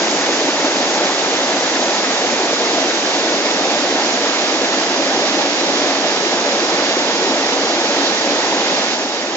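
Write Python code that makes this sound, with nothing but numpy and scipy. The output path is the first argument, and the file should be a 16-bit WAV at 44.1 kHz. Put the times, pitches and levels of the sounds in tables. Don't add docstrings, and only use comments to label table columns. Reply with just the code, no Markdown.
import sys
import numpy as np
from scipy import signal
from scipy.fft import rfft, irfft, next_fast_len
from scipy.io import wavfile
from scipy.ndimage import uniform_filter1d, map_coordinates

SR = 44100
rng = np.random.default_rng(int(sys.argv[2]) if len(sys.argv) > 2 else 0)


def wrap_up_sound(samples):
    columns = np.atleast_2d(samples).T
    tamed = np.clip(columns, -1, 1)
    steps = np.round(tamed * 32767).astype(np.int16)
    wavfile.write(sys.argv[1], SR, steps)


N = 412776


def amp(db):
    return 10 ** (np.asarray(db) / 20)


def unit(x):
    return x / np.sqrt(np.mean(x ** 2) + 1e-20)


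def along(points, hz):
    f, value = np.transpose(points)
    return np.interp(np.log(hz + 1), np.log(f + 1), value)


def wobble(rate):
    knots = rng.standard_normal(int(N * rate / SR) + 4)
    return map_coordinates(knots, [np.arange(N) * rate / SR])


def filtered(x, response):
    m = next_fast_len(N + SR // 2)
    return irfft(rfft(x, m) * response(np.fft.rfftfreq(m, 1 / SR)), m)[..., :N]


def churn(patchy_db, size):
    z = signal.stft(rng.standard_normal((2, N)), nperseg=512)[2]
    field = rng.standard_normal(z.shape[1:])
    field = uniform_filter1d(field, size[0], 0)
    field = uniform_filter1d(field, size[1], 1)
    patchy = z * amp(patchy_db * unit(field))
    return unit(signal.istft(patchy, nperseg=512)[1][:, :N])


def bubbles(count, low_hz, high_hz, cycles, scatter_db, rise, size):
    when, pitch, strength, phase = rng.random((count, 4)).T[:, :, None]
    hz = low_hz * (high_hz / low_hz) ** pitch
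    t = np.arange(size) / SR
    age = hz * t / cycles
    gain = amp(-scatter_db * np.log(1 - .99 * strength))
    envelope = gain * np.exp(-np.pi * age) * (1 - np.exp(-20 * age))
    turns = hz * t * (1 + rise * np.minimum(age, 2) / 2) + phase
    tones = envelope * np.sin(2 * np.pi * turns)
    where = (when * N).astype(int) + np.arange(size)
    return unit(np.bincount(where.ravel(), tones.ravel(), N)[:N])


# freq_hz, likeness (0-1)
LIKENESS = [(200, .998), (500, .988), (820, .96), (1250, .64), (1750, .73), (2700, .3), (3900, .57),
            (6000, .04), (7800, .7)]
# freq_hz, lead_rad
LEFT_LEAD = [(0, 0), (1120, 0.5), (1460, 1.19), (1980, 1.33), (3190, 2.5), (3790, 3), (5340, 0.73),
             (7240, 0.05), (7920, 0.5)]
# freq_hz, left_minus_right_db
SIDES = [(60, 2.5), (110, 2), (200, 1.5), (370, 1.0), (680, 0.5), (1250, -3), (2300, -4.0), (4220, -4),
         (7740, -2.5)]


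def at_ports(pair, colour_db):
    def spread(hz):
        u = np.arccos(np.clip(along(LIKENESS, hz), 0, 1)) / 2
        return amp(colour_db(hz)) * np.array([np.cos(u), np.sin(u)])

    def shade(hz):
        lead_rad = np.interp(hz, *np.transpose(LEFT_LEAD))
        half = amp(along(SIDES, hz) / 2) * np.exp(.5j * lead_rad)
        return np.array([half, 1 / half]) / np.hypot(abs(half), 1 / abs(half))

    direct, scattered = filtered(pair, spread)
    return unit(filtered(np.array([direct + scattered, direct - scattered]), shade))


# freq_hz, density_db
POOL = [(25, -53), (55, -49.5), (105, -24), (140, -22), (170, -13), (205, -6.5), (260, -3.5), (345, -4),
        (420, -3), (600, -0.2), (880, -2.36), (1020, -8), (1400, -23), (3000, -59.5)]
# centre_hz, width_hz, lift_db
HOLLOWS = [(279.5, 31, 6), (340, 36, 5), (480, 28, 1.8), (600, 30, 0.8)]


def pool_colour(hz):
    booms = sum(db / (1 + (2 * (hz - centre) / width) ** 2) for centre, width, db in HOLLOWS)
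    return along(POOL, hz) + booms


# middle_s, depth_db
LULLS = [(0.515, 0.5), (2.565, 4), (4.35, 1.8), (8.165, 2.5)]
LULL_S = 0.028


def lulls():
    t = np.arange(N) / SR
    return -sum(db * np.exp(-((t - s) / LULL_S) ** 2) for s, db in LULLS)


def pool(flow):
    roar = churn(patchy_db=0.5, size=(7, 8))
    gulps = bubbles(count=1500, low_hz=297.2, high_hz=1008, cycles=9.9, scatter_db=1.0, rise=0.041, size=2000)
    water = roar + amp(-20.5) * np.array([gulps, np.zeros(N)])
    surge_db = .2 * flow + 0.4 * wobble(55) + lulls()
    return amp(-20.0 + surge_db) * at_ports(water, pool_colour)


TURN_END_S, TURN_PLAIN_S = 5.4, 4.5
PAN_DB_PER_S, LEAD_SAMPLES_PER_S, DULL_DB_PER_S = 0.3, 0.21, 0.44
# freq_hz, share (0-1)
FIZZ_BAND = [(2200, 0), (3500, 1), (5600, 1), (6600, 0)]
# left_port_db, right_port_db
FIZZ_DB_PER_S = (-0.03, 0.12)


def turned(pair):
    turn_s = np.minimum(np.arange(N) / SR, TURN_END_S) - TURN_PLAIN_S
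    pan_db, lead = -PAN_DB_PER_S * turn_s, LEAD_SAMPLES_PER_S * turn_s
    top = filtered(pair, lambda hz: np.clip((hz - 5500) / 1500, 0, 1))
    fizz = filtered(pair, lambda hz: along(FIZZ_BAND, hz))
    top_gain = amp(DULL_DB_PER_S * (turn_s[-1] - turn_s))
    fizz_gain = amp(np.outer(FIZZ_DB_PER_S, turn_s))
    pair = pair + (top_gain - 1) * top + (fizz_gain - 1) * fizz
    ports = []
    for port, side in zip(pair, (.5, -.5)):
        shifted = map_coordinates(port, [np.arange(N) + side * lead], mode="nearest")
        ports.append(amp(side * pan_db) * shifted)
    return np.array(ports)


# freq_hz, density_db
SPRAY = [(150, -47), (600, -7.5), (1100, 1), (1800, 2.5), (2500, 0.3), (3100, -0.76), (3800, 1.8),
         (4300, -0.3), (5100, 0.5), (6100, -1.5), (6900, -4), (7300, -8), (7650, -15.5), (7950, -38.5)]


def white_water(flow):
    hiss = churn(patchy_db=0.5, size=(30, 7))
    babble = np.array([bubbles(count=1500, low_hz=1104, high_hz=5020, cycles=22,
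                               scatter_db=2.5, rise=0.074, size=1100) for _ in hiss])
    drops = np.array([bubbles(count=6000, low_hz=2550, high_hz=7540, cycles=2.8,
                              scatter_db=3.5, rise=0.066, size=90) for _ in hiss])
    mixture = hiss + amp(-22.5) * babble + amp(-15.5) * drops
    water = at_ports(mixture, lambda hz: along(SPRAY, hz))
    surge_db = 0.098 * flow + 0.25 * wobble(60)
    return amp(-19.0 + surge_db) * turned(water)


POCKET_CYCLES, POCKET_RISE, POCKET_LOW_HZ = 9, .04, 210


def pockets(rows):
    start_s, db, hz = np.transpose(rows)[:, :, None]
    step = np.arange(SR // 10)
    age = step / SR * hz / POCKET_CYCLES
    ring = np.sin(2 * np.pi * POCKET_CYCLES * age * (1 + POCKET_RISE * age))
    tones = amp(db) * ring * 2 * np.pi * age * np.exp(1 - 2 * np.pi * age)
    where = (start_s * SR).astype(int) + step
    rings = np.bincount(where.ravel(), tones.ravel(), N)[:N]
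    return filtered(rings, lambda hz: 1 - np.exp(-(hz / POCKET_LOW_HZ) ** 6))


def slaps(rows, half_s, body_db, colour_db):
    t = np.arange(N) / SR
    envelope = sum(amp(db + body_db) * np.exp(-((t - s) / half_s) ** 2) for s, db, hz in rows)
    rings = pockets([(s - half_s / 2, db, hz) for s, db, hz in rows])
    return rings + envelope * at_ports(rng.standard_normal((2, N)), colour_db)


# middle_s, peak_db, pitch_hz (of the trapped air)
SPLASHES = [(0.245, -21, 1700), (1.04, -23, 1750), (1.248, -20, 2050), (1.762, -18.5, 1690),
            (2.05, -19, 1540)]
# freq_hz, density_db
SPLASH_COLOUR = [(500, -27.5), (1500, 4), (2100, 2), (3000, -9), (6000, -18), (7900, -45)]
SPLASH_S, SPLASH_BODY_DB = .013, -4.5


def splashes():
    return slaps(SPLASHES, SPLASH_S, SPLASH_BODY_DB, lambda hz: along(SPLASH_COLOUR, hz))


# middle_s, peak_db, pitch_hz (of the trapped air)
PLUNGES = [(0.291, -11.5, 587), (0.487, -14, 330), (0.648, -16.5, 296), (0.662, -19.5, 400),
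           (1.88, -18, 686), (2.783, -12.5, 607), (3.368, -16, 320), (3.612, -17, 630), (5.373, -18, 320),
           (5.523, -15.5, 276), (6.745, -12.5, 597), (6.969, -14.5, 336), (8.528, -13.5, 900),
           (8.728, -12.5, 544)]
PLUNGE_S, PLUNGE_BODY_DB = .007, -6.5


def plunges():
    return slaps(PLUNGES, PLUNGE_S, PLUNGE_BODY_DB, pool_colour)


# middle_s, peak_db (of each pocket), pitch_hz
GURGLES = [(2.424, -19, 342), (2.82, -18.5, 655), (3.976, -18, 302), (4.438, -18, 650), (5.198, -18, 385),
           (6.496, -17, 517), (7.08, -18, 605), (7.239, -17, 385), (7.311, -22, 265), (7.346, -16, 646),
           (7.93, -18, 620), (8.287, -20, 565)]
GURGLE_S, GURGLE_SPREAD = .07, .1


def gurgles(count=5):
    chance = rng.uniform(-1, 1, (len(GURGLES), count, 2))
    rows = []
    for (s, db, hz), run in zip(GURGLES, chance):
        for k, (jitter, detune) in enumerate(run):
            start_s = s + GURGLE_S * ((k + jitter / 2) / count - .5)
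            rows.append((start_s, db, hz * (1 + GURGLE_SPREAD * detune)))
    return pockets(rows)


# middle_s, level_db, half_length_s
SHOWERS = [(5.28, -26.5, .025), (8.065, -21, .04), (8.74, -27, .035)]
# freq_hz, density_db
SHOWER_COLOUR = [(1500, -30), (2800, -9), (3900, 0.5), (4700, -2.5), (6200, -6), (7900, -34)]


def showers():
    t = np.arange(N) / SR
    envelope = sum(amp(db) * np.exp(-((t - s) / half_s) ** 2) for s, db, half_s in SHOWERS)
    return envelope * at_ports(rng.standard_normal((2, N)), lambda hz: along(SHOWER_COLOUR, hz))


def late_drop(start_s, step_s, depth_db, sink_db_per_s):
    since = np.maximum(np.arange(N) / SR - start_s, 0)
    return amp(-depth_db * np.minimum(since / step_s, 1) - sink_db_per_s * since)


def scene():
    flow = unit(wobble(6.7) + wobble(13))
    roar = pool(flow) + plunges() + gurgles()
    spray = white_water(flow) + splashes() + showers()
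    roar_gain = late_drop(start_s=8.85, step_s=0.16, depth_db=2.5, sink_db_per_s=2.7)
    spray_gain = late_drop(start_s=8.915, step_s=.06, depth_db=2.5, sink_db_per_s=4.6)
    return roar * roar_gain + spray * spray_gain


TOP_HZ = 7980


def record(dry):
    return filtered(dry, lambda hz: hz < TOP_HZ)


dry = scene()
out = record(dry)
wrap_up_sound(out)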